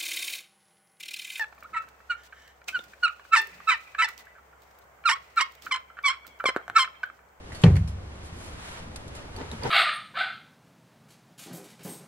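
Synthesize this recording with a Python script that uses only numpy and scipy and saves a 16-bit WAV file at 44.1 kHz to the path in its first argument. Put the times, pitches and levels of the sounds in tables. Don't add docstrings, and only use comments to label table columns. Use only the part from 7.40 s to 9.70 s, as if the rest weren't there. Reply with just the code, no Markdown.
import sys
import numpy as np
from scipy import signal
from scipy.fft import rfft, irfft, next_fast_len
from scipy.io import wavfile
from scipy.ndimage import map_coordinates

SR = 44100
rng = np.random.default_rng(int(sys.argv[2]) if len(sys.argv) > 2 else 0)


def master(y):
    cut = np.clip(np.atleast_2d(y).T, -1, 1)
    pcm = np.round(cut * 32767)
    wavfile.write(sys.argv[1], SR, pcm.astype(np.int16))


N = 101429
T = np.arange(N) / SR

# (frequency [Hz], density [dB per Hz])
FLOOR_SPECTRUM = [(20, -3), (45, -2.5), (72, 3.5), (110, -3.5), (200, -8), (300, -11.5), (600, -14),
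                  (1200, -21), (2500, -29), (6000, -39), (11000, -47)]
FLOOR_DB = -43

# (time [s], level before flutter [dB])
RUB_LEVELS = [(0, -63.5), (.1, -55.5), (.17, -53), (.3, -51), (.55, -73), (.75, -59), (.86, -55),
              (.92, -55.5), (1.1, -53), (1.17, -52.5), (1.26, -46.5), (1.39, -47), (1.47, -56.5),
              (1.7, -60.5), (1.77, -50), (1.89, -57.5), (2.02, -53.5), (2.3, -50)]
# (frequency [Hz], density [dB per Hz])
CLOTH_SPECTRUM = [(150, -38), (500, -1.5), (1000, 2.5), (1800, -0.5), (3500, -7), (6000, -14.5),
                  (10500, -19), (13000, -25)]
# (peak time [s], level [dB], rise [s], fall [s])
BRUSH_STROKES = [(.86, -57.5, 0.024, 0.024), (1.05, -55.5, 0.098, 0.075), (1.32, -57, 0.13, 0.051)]
# (frequency [Hz], density [dB per Hz])
BRUSH_SPECTRUM = [(1000, -22), (4000, 1), (7000, 2), (11000, 0)]

# (time [s], puff level [dB], ring [Hz], ring level before wavering [dB], t60 [s])
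TICK_CONTACTS = [(0.12, -53.5, 1920, -48, 0.19), (0.147, -50.5, 4440, -46, 0.19),
                 (.216, -46, 7600, -48, 0.099), (0.355, -47, 4350, -54, 0.03),
                 (0.3633, -46.5, 4480, -50, 0.076), (0.475, -50.5, 5340, -57, 0.16),
                 (1.5595, -37, 4360, -45, 0.032), (1.679, -48.5, 7500, -66, 0.038),
                 (1.75, -49, 7500, -61, 0.12), (1.963, -45, 4500, -51, 0.047),
                 (2.1146, -35, 3850, -29.5, 0.01), (2.2344, -34, 4700, -28, 0.0083),
                 (2.275, -42, 5260, -43.5, 0.015)]
# (frequency [Hz], density [dB per Hz])
TICK_SPECTRUM = [(500, -3), (1500, 2.5), (4000, 0.5), (6000, -2.5), (11000, -3.5)]

# (time [s], level [dB])
RATTLE_HITS = [(.2525, -32), (.2615, -32), (.2655, -34), (.272, -37), (.279, -36), (.3572, -36),
               (.3675, -29), (.1275, -39), (2.052, -45)]
# (frequency [Hz], density [dB per Hz])
RATTLE_SPECTRUM = [(300, -23), (1000, -1), (2100, 12), (3500, -10), (6000, -13), (11000, -25)]
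RATTLE_T60_S = 0.016
RATTLE_ROOM_DB, RATTLE_ROOM_T60_S = -21.5, 0.21

KNOCK_S = 0.2368
KNOCK_SIDE_DB = -5
# (frequency [Hz], density [dB per Hz])
CRACK_SPECTRUM = [(200, -21), (500, 7.5), (1200, -5), (2000, 1.5), (3200, 6), (3700, -5.5), (4300, -1.5),
                  (5500, -13.5), (11000, -27)]
CRACK_DB, CRACK_T60_S = -17, 0.031
# (frequency [Hz], level before BAY_DB [dB], t60 [s])
BAY_MODES = [(45.9, -21, .47), (47.5, -29.5, .86), (67.7, -10.5, .4), (69.9, -18.5, 1.0), (87.4, -14, .55),
             (92.3, -14.3, .96), (105.7, -10.8, .48), (139, -5.8, .39), (141.8, -19.7, .66),
             (164.3, 1, .16), (185.2, -22.8, .95), (237, -17.5, .22)]
BAY_DB = -0.5
# (time [s], level relative to the main blow [dB])
BELT_REBOUNDS = [(.3697, -16.6), (.4387, -23)]
# (frequency [Hz], level before STEEL_DB [dB], t60 [s])
STEEL_MODES = [(395, -23.5, .28), (475, -22, .15), (560, -28.5, .24), (754, -26.5, .16), (840, -26.5, .13),
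               (912, -24, .12), (1148, -27, .1), (1249, -33, .15), (1470, -38, .24), (1895, -27.5, .1),
               (2330, -33, .13), (2570, -34, .11), (3117, -32, .045), (4250, -26.5, .055)]
STEEL_DB = -2
BUILD_CYCLES = 1.3
# (frequency [Hz], density [dB per Hz])
ANSWER_SPECTRUM = [(20, -38), (45, 9), (80, 14.5), (170, 7), (260, 5), (500, 1.5), (800, -7), (2400, -21.5),
                   (5000, -26.5), (11000, -26)]
ANSWER_DB = -19
# (frequency [Hz], t60 [s])
CABIN_DECAY = [(60, 0.77), (170, 0.49), (400, 0.34), (2000, 0.36), (10000, 0.047)]

# (time [s], level [dB], pitch [Hz])
BUMP_HITS = [(0.834, -35, 79), (0.925, -34, 79), (1.413, -37.5, 85), (1.42, -40.5, 166), (1.47, -40.5, 222),
             (1.964, -30.5, 80), (2.121, -35.5, 155), (2.126, -34, 223), (2.197, -30, 87),
             (2.252, -26, 123)]
BUMP_T60_S = 0.2

# (peak time [s], level before judder [dB], rise [s], fall [s])
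SCRAPE_STROKES = [(2.01, -39.5, 0.04, 0.046), (2.129, -42, 0.02, 0.018), (2.268, -32, 0.044, 0.043)]
# (time [s], level [dB])
BELT_SLIPS = [(2.002, -43), (2.2565, -37)]
SLIP_T60_S = 0.085
# (frequency [Hz], density [dB per Hz])
BELT_SPECTRUM = [(100, -1.5), (265, 0.5), (320, -1.5), (398, 4.5), (650, -7.5), (920, 0.5), (1150, -13),
                 (1440, -10.5), (2600, -18.5), (5000, -26.5), (11000, -48)]

# (frequency [Hz], gain of side over mid [dB])
PAIR_WIDTH = [(60, -35), (150, -12.5), (300, -4), (600, -2), (1200, 1.5), (2500, 3.5), (5000, 5.5),
              (9000, 7.5)]
LEFT_LEAD_S, LEAD_BELOW_HZ = 0.00006, 480
TOP_HZ = 11500


def amp(db):
    return 10 ** (np.asarray(db) / 20)


def unit(x):
    return x / np.sqrt(np.mean(x ** 2) + 1e-20)


def along(points, hz):
    f, v = np.transpose(points)
    return np.interp(np.log(hz + 1), np.log(f + 1), v)


def filtered(x, response):
    m = next_fast_len(N + 8192)
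    hz = np.fft.rfftfreq(m, 1 / SR)
    return irfft(rfft(x, m) * response(hz), m)[..., :N]


def coloured(x, spectrum):
    return unit(filtered(x, lambda hz: amp(along(spectrum, hz))))


def noise(spectrum):
    return coloured(rng.standard_normal((2, N)), spectrum)


def wobble(rate):
    knots = rng.standard_normal(int(N * rate / SR) + 4)
    return map_coordinates(knots, [T * rate])


def strike(s, t60, attack):
    t = np.maximum(T - s, 0)
    return (1 - np.exp(-t / attack)) * amp(-60 * t / t60)


def strokes(rows):
    envelope = np.zeros(N)
    for s, db, rise, fall in rows:
        width = np.where(T < s, rise, fall)
        envelope += amp(db) * np.exp(-((T - s) / width) ** 2)
    return envelope


def friction(spectrum, slips_per_s, smooth):
    slips = (rng.random(N) < slips_per_s / SR) * rng.standard_normal((2, N))
    hiss = smooth * rng.standard_normal((2, N))
    return coloured(unit(slips) + hiss, spectrum)


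def modes(table, s):
    ringing = np.zeros(N)
    for k, (hz, db, t60) in enumerate(table):
        sign = (-1) ** k
        shape = strike(s, t60, BUILD_CYCLES / hz)
        ringing += sign * amp(db) * shape * np.sin(2 * np.pi * hz * (T - s))
    return ringing


def in_middle(x):
    return x * np.array([[1], [0]])


def background(waver_db=1.3):
    return amp(FLOOR_DB + waver_db * wobble(7.2)) * noise(FLOOR_SPECTRUM)


def gloves(flutter_db=1.0):
    level_db = np.interp(T, *np.transpose(RUB_LEVELS)) + flutter_db * wobble(70)
    cloth = amp(level_db) * friction(CLOTH_SPECTRUM, slips_per_s=3500, smooth=1.4)
    sleeves = strokes(BRUSH_STROKES) * friction(BRUSH_SPECTRUM, slips_per_s=4000, smooth=0.75)
    return cloth + sleeves


def ticks(drift_rad=0.36, waver_db=5.9, room_db=-19, room_t60=0.37):
    puffs, rings = np.zeros(N), np.zeros((2, N))
    for s, db, hz, ring_db, t60 in TICK_CONTACTS:
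        shape = strike(s, t60, 0.00055)
        room = amp(room_db) * strike(s, room_t60, 0.0017)
        puffs += amp(db) * (shape + room)
        phase = 2 * np.pi * hz * T + drift_rad * np.array([wobble(230), wobble(260)])
        ring_level = amp(ring_db + waver_db * wobble(160))
        start = rng.uniform(0, 2 * np.pi, (2, 1))
        rings += ring_level * shape * np.sin(phase + start)
    return puffs * noise(TICK_SPECTRUM) + rings * [[1], [0.6]]


def rattle():
    envelope = np.zeros(N)
    for s, db in RATTLE_HITS:
        direct = strike(s, RATTLE_T60_S, 0.00024)
        room = amp(RATTLE_ROOM_DB) * strike(s, RATTLE_ROOM_T60_S, 0.0018)
        envelope += amp(db) * (direct + room)
    return noise(RATTLE_SPECTRUM) * envelope * amp([[0], [KNOCK_SIDE_DB]])


def crack():
    burst = noise(CRACK_SPECTRUM) * strike(KNOCK_S, CRACK_T60_S, 0.00076)
    return amp(CRACK_DB) * burst * amp([[0], [KNOCK_SIDE_DB]])


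def engine_bay():
    ringing = modes(BAY_MODES, KNOCK_S)
    for s, db in BELT_REBOUNDS:
        ringing += amp(db) * modes(BAY_MODES, s)
    return in_middle(amp(BAY_DB) * ringing)


def pulley_clank():
    return in_middle(amp(STEEL_DB) * modes(STEEL_MODES, KNOCK_S))


def cabin_answer():
    hz, t, z = signal.stft(noise(ANSWER_SPECTRUM), SR, nperseg=512)
    fade = amp(-60 * np.maximum(t - KNOCK_S, 0) / along(CABIN_DECAY, hz)[:, None])
    tail = signal.istft(z * fade, SR, nperseg=512)[1][:, :N]
    onset = np.clip((T - KNOCK_S) / 0.005, 0, 1)
    return amp(ANSWER_DB) * tail * onset * amp([[0], [KNOCK_SIDE_DB]])


def bumps():
    thuds = np.zeros(N)
    for s, db, hz in BUMP_HITS:
        thuds += amp(db) * strike(s, BUMP_T60_S, 0.0013) * np.sin(2 * np.pi * hz * (T - s))
    return in_middle(thuds)


def belt(judder_db=1.0, side_db=-2):
    drag = strokes(SCRAPE_STROKES) * amp(judder_db * wobble(120))
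    slips = sum(amp(db) * strike(s, SLIP_T60_S, 0.0023) for s, db in BELT_SLIPS)
    rubber = friction(BELT_SPECTRUM, slips_per_s=1800, smooth=0.74)
    return (drag + slips) * rubber * amp([[0], [side_db]])


def scene():
    blow = engine_bay() + pulley_clank() + crack() + rattle() + cabin_answer()
    handling = ticks() + bumps() + gloves() + belt()
    mid, side = blow + handling + background()
    side = filtered(side, lambda hz: amp(along(PAIR_WIDTH, hz)))
    lead = filtered(mid, lambda hz: 1j * np.pi * hz * LEFT_LEAD_S / (1 + (hz / LEAD_BELOW_HZ) ** 4))
    side = side + lead
    return np.array([mid + side, mid - side])


def record(dry):
    clipped = np.clip(dry, -1, 1)
    return filtered(clipped, lambda hz: 1 / np.sqrt(1 + (hz / TOP_HZ) ** 48))


dry = scene()
out = record(dry)
master(out)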